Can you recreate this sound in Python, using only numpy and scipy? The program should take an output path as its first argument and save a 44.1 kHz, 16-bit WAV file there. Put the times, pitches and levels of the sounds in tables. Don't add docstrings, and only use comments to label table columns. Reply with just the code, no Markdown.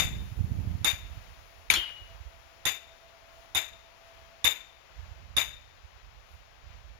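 import sys
import numpy as np
from scipy import signal
from scipy.fft import rfft, irfft, next_fast_len
from scipy.io import wavfile
from scipy.ndimage import uniform_filter1d

SR = 44100
rng = np.random.default_rng(int(sys.argv[2]) if len(sys.argv) > 2 else 0)


def volts(x):
    e = np.asarray(x, float) / 20
    return 10 ** e


def pcm_store(signal):
    levels = np.round(np.clip(np.atleast_2d(signal), -1, 1) * 32767)
    wavfile.write(sys.argv[1], SR, levels.astype(np.int16).T)


N = 308242

# (frequency [Hz], level [dB])
CRACK_COLOUR = [(60, -12), (150, 6), (400, -12), (1000, 4.5), (2500, -6), (4500, -5.5), (7000, 3.5),
                (10000, -0.5), (14000, -17), (16500, -26)]
# (frequency [Hz], level [dB])
ECHO_RIGHT_COLOUR = [(60, 8), (150, 3.5), (400, -6), (900, 0.5), (2300, -4.5), (3200, -5), (4500, -0.5),
                     (6500, -4.5), (9500, -4.5), (13700, -2.5), (14500, -42), (16000, -67)]
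FLUTTER_DB = 1.5


def unit(x):
    return x / np.sqrt(np.mean(x ** 2))


def noise(shape, size):
    hz, db = np.transpose(shape)
    fast = next_fast_len(size)
    log_hz = np.log(np.arange(1, fast // 2 + 2) * SR / fast)
    gain = volts(np.interp(log_hz, np.log(hz), db))
    white = rfft(rng.standard_normal(fast))
    return unit(irfft(white * gain, fast)[:size])


def walk(rate, size):
    hold = max(int(SR / rate), 1)
    steps = np.repeat(rng.standard_normal(size)[::hold], hold)
    return 1.14 * uniform_filter1d(uniform_filter1d(steps, hold), hold)[:size]


def fade(t, t60):
    return np.exp(-np.log(1000) * t / t60)


def ring(modes, t, scatter_db):
    total = 0
    for (hz, db, t60), (louder, sharper) in zip(modes, rng.standard_normal((len(modes), 2))):
        tone = np.sin(2 * np.pi * hz * (1 + 0.00316 * sharper) * t)
        total = total + volts(db + scatter_db * louder) * fade(t, t60) * tone
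    return total


def band(x, lo_hz, hi_hz):
    return signal.sosfilt(signal.butter(2, (lo_hz, hi_hz), "band", fs=SR, output="sos"), x)


def add(out, s, sound):
    i = int(round(s * SR))
    part = sound[:, max(-i, 0):N - i]
    out[:, max(i, 0):max(i, 0) + part.shape[1]] += part


def scatter(t, colour, rise_s, hold_s, late_db):
    near = (1 - np.exp(-(t / rise_s) ** 2)) * fade(np.maximum(t - hold_s, 0), 0.24)
    far = volts(late_db) * fade(t, 0.61) * (t > rise_s)
    dull = [(hz, db - 1.1 * hz / 1000) for hz, db in colour]
    lumps = volts(1.7 * walk(220, len(t)))
    return lumps * (near * noise(colour, len(t)) + far * noise(dull, len(t)))


def hammer():
    # (time [s], straight to the right [dB], leak to the left [dB], echoes [dB], stake ring [dB])
    blows = [
        (-.03, -9, -40, -24, 3),
        (.845, -17, -17, -25, 0.5),
        (1.7, -20, -25, -27, -12),
        (2.653, -20.5, -32, -28, 3),
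        (3.548, -20.5, -49, -29, 3.5),
        (4.443, -17.5, -42, -26.5, 3),
        (5.366, -19, -39, -26.5, 2.5),
    ]
    # (frequency [Hz], level [dB], decay t60 [s])
    stake_modes = [(2130, -18, .03), (2414, -14, 0.036), (2630, -16.5, .03), (3540, -12, 0.03),
                   (3590, 0, 0.045), (3655, 1, 0.045), (3800, -16, 0.02), (5160, -15.5, 0.02),
                   (6565, -13.5, 0.022), (7204, 1, 0.012), (9480, -7, .03), (10740, -4, .022),
                   (12200, -14, .015), (13500, -4, .02), (14280, -9, .015)]
    # (frequency [Hz], level [dB], decay t60 [s])
    stake_tail_modes = [(3581, -2, .5), (3625, -9, 1.1), (3655, 1, 1.05), (3700, -6, .35)]
    # (frequency [Hz], level [dB])
    echo_left_colour = [(80, -47), (250, -29.5), (600, -11.5), (1200, -10), (2300, 0), (2800, 1.5),
                        (3200, -13), (4500, 3.5), (5100, -5.5), (5700, -9), (6500, -0.5), (9500, -14),
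                        (15000, -5), (15800, -52)]
    ground_modes = [(79.0, -14.0, 0.16), (116.0, -16, 0.078), (340, -17, 0.052)]  # Hz, dB, t60 s
    burst_s, left_lag_s = .0078, .004
    out, t = np.zeros((2, N)), np.arange(int(.6 * SR)) / SR
    for s, straight_db, leak_db, left_db, ring_db in blows:
        steel = volts(ring_db) * ring(stake_modes, t, scatter_db=FLUTTER_DB)
        crack = noise(CRACK_COLOUR, len(t)) * fade(t, 0.038) * np.minimum(t / 0.00083, 1)
        short_ring = steel * np.minimum(t / 0.0055, 1) * np.exp(-(t / burst_s) ** 4)
        thud = ring(ground_modes, t, scatter_db=FLUTTER_DB) * np.minimum(t / 0.0033, 1)
        straight = crack + volts(5.5) * short_ring + thud
        leak = ring([(9160, 0, .5)], t, scatter_db=0) * np.exp(-((t - .002) / .0012) ** 2)

        kick = volts(-23) * steel
        kick[0] += 1
        late_t = np.maximum(t - left_lag_s, 0)
        echo_left = scatter(late_t, echo_left_colour, 0.004, 0.023, -13.5)
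        left = signal.fftconvolve(kick, echo_left)[:len(t)]
        kick[0] += volts(-2)
        echo_right = scatter(t, ECHO_RIGHT_COLOUR, 0.0044, 0.017, -18.0)
        right = signal.fftconvolve(kick, echo_right)[:len(t)]

        song = volts(ring_db - 27.0) * ring(stake_tail_modes, t, scatter_db=FLUTTER_DB) * np.minimum(t / 0.02, 1)
        right = volts(left_db - 14.5) * (right + song)
        left += volts(10) * np.roll(short_ring, int((left_lag_s + .002) * SR))
        left = volts(left_db) * (left + song) + volts(4.5) * band(right, 243, 1400)
        add(out, s, np.array([volts(leak_db) * leak + left, volts(straight_db) * straight + right]))
    return out


def gusts():
    # (start [s], hold [s], windward right [dB], sheltered left [dB])
    gust_list = [(-.1, .15, -31, -41.5), (0.39, 0.32, -32, -45), (1.05, 0.093, -41.5, -57.5),
                 (1.52, 0.032, -50.5, -76), (1.69, 0.086, -50, -72), (2.004, 0.18, -49.5, -84),
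                 (3.55, 0.11, -53, -73), (4.15, 0.18, -56.5, -77), (4.976, 0.47, -45, -65.5),
                 (5.654, 0.24, -51, -68.5), (6.03, 0.23, -48.5, -78), (6.562, 0.59, -49, -71)]
    calm_db, rise_db_s, fall_db_s = (-62, -80), 176, 33.5
    t = np.arange(N) / SR
    db = np.array(calm_db)[:, None] + 0 * t
    for s, hold_s, *top_db in gust_list:
        rise_db = np.minimum(rise_db_s * (t - s), 0)
        fall_db = fall_db_s * np.maximum(t - s - hold_s, 0)
        db = np.maximum(db, np.array(top_db)[:, None] + rise_db - fall_db)
    return db


def wind():
    # (frequency [Hz], level [dB per Hz])
    rumble_colour = [(20, -34), (35, 3), (55, 7), (90, 0), (150, -15), (250, -41), (400, -32), (1500, -91)]
    # (frequency [Hz], level [dB per Hz])
    edge_colour = [(40, -39), (100, 2), (170, -2.5), (280, -13.5), (450, -23), (900, -32), (2500, -95)]
    # (time [s], level [dB], frequency [Hz])
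    eddies = [(0.053, -23, 75), (0.224, -24, 61), (0.325, -24.5, 98), (.409, -16, 85), (0.445, -18.5, 89.5),
              (0.519, -16, 92), (0.59, -18.5, 80), (.674, -18, 89), (.708, -21, 72), (0.753, -19.5, 87),
              (0.816, -22.5, 89), (.935, -25.5, 84), (1.126, -30.5, 62), (1.179, -27.5, 79.5),
              (1.787, -31.5, 61.5), (2.023, -35, 62.6), (2.15, -34.5, 63.6), (2.21, -33, 67.6),
              (2.265, -30.5, 58.4), (4.228, -42, 61.6), (4.995, -29.5, 60.5), (5.034, -33, 70.6),
              (5.088, -35, 60), (5.119, -32.5, 77), (5.307, -33, 56), (5.849, -35, 66.5),
              (6.344, -36.5, 63.8), (6.668, -32.5, 63.6), (6.752, -43, 65), (6.851, -38, 65)]
    eddy_lee_db = -19
    out, level_db = np.zeros((2, N)), gusts()
    for side, rumble_db, edge_db in zip(out[::-1], level_db, (17, 34)):
        lumps_db = rumble_db - 1 + 2.5 * np.clip(walk(22, N), -2.5, 1.5)
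        side += volts(lumps_db) * noise(rumble_colour, N)
        side += volts(lumps_db + 0.68 * rumble_db + edge_db - 1.5) * noise(edge_colour, N)
    t = np.arange(-.06, .06, 1 / SR)
    for (s, db, hz), turn in zip(eddies, rng.random((len(eddies), 2))):
        cycles, turn = hz * t, turn[:, None]
        body = np.exp(-(cycles / 0.8) ** 2) * np.cos(2 * np.pi * (cycles + turn))
        edge = np.exp(-(cycles / 0.46) ** 2) * np.cos(2 * np.pi * (2.0 * cycles + turn))
        right_db, left_db = level_db[:, int(s * SR)]
        peak_db = np.array([[db + left_db - right_db + eddy_lee_db], [db]]) - 1.5
        add(out, s + t[0], volts(peak_db) * (body + volts(0.79 * peak_db + 5.5) * edge))
    return out


def air():
    # (frequency [Hz], level [dB per Hz])
    traffic_colour = [(40, -14), (100, -30), (220, -17), (400, -7), (600, 0), (1000, -0.5), (1600, -2.5),
                      (2500, -2), (4000, -8), (6500, -13), (7600, -18), (9000, -27.5)]
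    # (frequency [Hz], level [dB per Hz])
    road_colour = [(40, 6.5), (200, -10.5), (430, -21.5), (680, -7.5), (1000, -15.5), (1400, -17),
                   (2000, -37.5), (4000, -42), (7000, -46), (9000, -38.5)]
    # (frequency [Hz], level [dB per Hz])
    leaf_colour = [(2000, -18), (6000, 7), (9500, 1.5), (11000, 7.5), (13000, 1), (15600, 6), (16000, -19)]
    # (time [s], half length [s], over the hiss [dB], over the traffic [dB])
    rustles = [
        (1.196, 0.1, 1, 1),
        (3.4, 0.098, 7.5, 1.5),
        (4.153, 0.18, 6, 1.5),
        (5.05, .15, 3, 2),
        (6.0, 0.085, -3, 0.5),
        (6.327, .07, 12.5, 0.5),
        (6.728, 0.074, -1, 2.5),
    ]
    # (time [s], level [dB])
    far_machine = [
        (0, -76),
        (1.1, -69),
        (2.3, -66),
        (3.4, -62),
        (3.9, -65),
        (4.3, -60),
        (4.7, -72.5),
        (5.7, -85),
        (6.5, -74.5),
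        (6.99, -73),
    ]
    t = np.arange(N) / SR
    machine_db = np.interp(t, *np.transpose(far_machine))
    rustle_db, swell_db = sum(np.outer(db, np.exp(-((t - s) / half_s) ** 2)) for s, half_s, *db in rustles)

    left = noise(traffic_colour, N) * volts(-51.5 - 0.64 * t + swell_db + .8 * walk(5.5, N))
    roar = np.hypot(volts(-64.5), volts(machine_db + 0.5))
    right = noise(road_colour, N) * roar * volts(4.5 + 1.2 * walk(2.5, N))
    common = volts(0.5) * band(right, 296, 540)

    leaves = []
    # level at the start [dB], level at rest [dB], settling time [s], share of the rustles
    for start_db, end_db, settle_s, share in ((-58.5, -84, 3.8, 1), (-64.5, -84, 4.1, .25)):
        hiss_db = end_db + (start_db - end_db) * np.exp(-t / settle_s) + share * rustle_db
        leaves.append(volts(hiss_db) * noise(leaf_colour, N))

    whine_db = machine_db - 2.0 + 4 * walk(40, N)
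    whine_hz = 666 + 4 * walk(40, N)
    whine = np.sqrt(2) * volts(whine_db) * np.sin(2 * np.pi * np.cumsum(whine_hz) / SR)
    return np.array([left + common, right]) + np.array(leaves) + volts(np.array([[-1.5], [1.5]])) * whine


def pole():
    # (time [s], left [dB], right [dB], pitch [Hz], decay t60 [s])
    knocks = [(1.701, 4, -27, 2330, .015), (1.703, -17, -34, 6400, .04), (1.702, -22, -24, 9450, .06),
              (1.719, -20, -28, 2300, .015), (1.735, -18, -30, 3500, .015), (1.738, -20, -17, 4000, .015),
              (1.741, -19, -30, 4084, .06), (1.742, -29, -38, 4336, .15), (1.74, -24, -33, 3404, .15),
              (1.747, -19, -28, 2300, .03), (1.753, -20, -28, 3400, .03), (1.76, -18, -28, 2500, .02),
              (1.772, -18, -30, 3400, .02), (1.768, -39, -39, 345, .12)]
    # (frequency [Hz], level [dB], decay t60 [s])
    tube_modes = [(2870, -14, .8), (2910, -5, .9), (2940, -15, .6), (3040, -14, .35), (3104, -1, .35),
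                  (3140, -4, .3), (3183, -1, .35), (3230, -6, .25), (3404, -8, .3), (3690, -8, .22),
                  (4084, -14, .25)]
    # (frequency [Hz], level [dB])
    clank_colour = [(150, -23), (500, -19.5), (1300, -6.5), (2300, -1), (3500, -1.5), (4500, -12.5),
                    (6500, -23), (9500, -15.5), (14000, -22), (15800, -47)]
    out, t = np.zeros((2, N)), np.arange(int(.7 * SR)) / SR
    for s, left_db, right_db, hz, t60 in knocks:
        modes = [(hz, 0, t60), (min(1.6 * hz, 12500), -9, t60)]
        knock = ring(modes, t, scatter_db=0.0) * np.minimum(t / 0.0018, 1)
        left = volts(-24.5) * scatter(t, clank_colour, 0.0015, 0.00078, -6.0)
        right = volts(-1) * noise(CRACK_COLOUR, len(t)) * fade(t, 0.032)
        right += volts(-22) * scatter(t, ECHO_RIGHT_COLOUR, .002, 0.0035, -9)
        add(out, s, volts(np.array([[left_db], [right_db]])) * (knock + np.array([left, right])))
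    tube = []
    for db in (-24.5, -33):
        beating = volts(db + FLUTTER_DB * walk(60, len(t)))
        tube.append(beating * ring(tube_modes, t, scatter_db=FLUTTER_DB))
    cloth = np.exp(-(t / 0.4) ** 4)
    add(out, 1.757, np.array(tube) * np.minimum(t / 0.0053, 1) * cloth)
    return out


def scene():
    return hammer() + wind() + air() + pole()


def top_cut(x):
    return signal.sosfilt(signal.butter(12, 16880, fs=SR, output="sos"), x)


def record(dry):
    notch = signal.ellip(3, 1, 21, (7480, 8950), "bandstop", fs=SR, output="sos")
    top = signal.ellip(8, .2, 70, 16600, fs=SR, output="sos")
    bottom = signal.butter(2, 35, "high", fs=SR, output="sos")
    mix = signal.sosfilt(np.vstack([notch, top, bottom]), dry)
    return top_cut(mix)


dry = scene()
out = record(dry)
pcm_store(out)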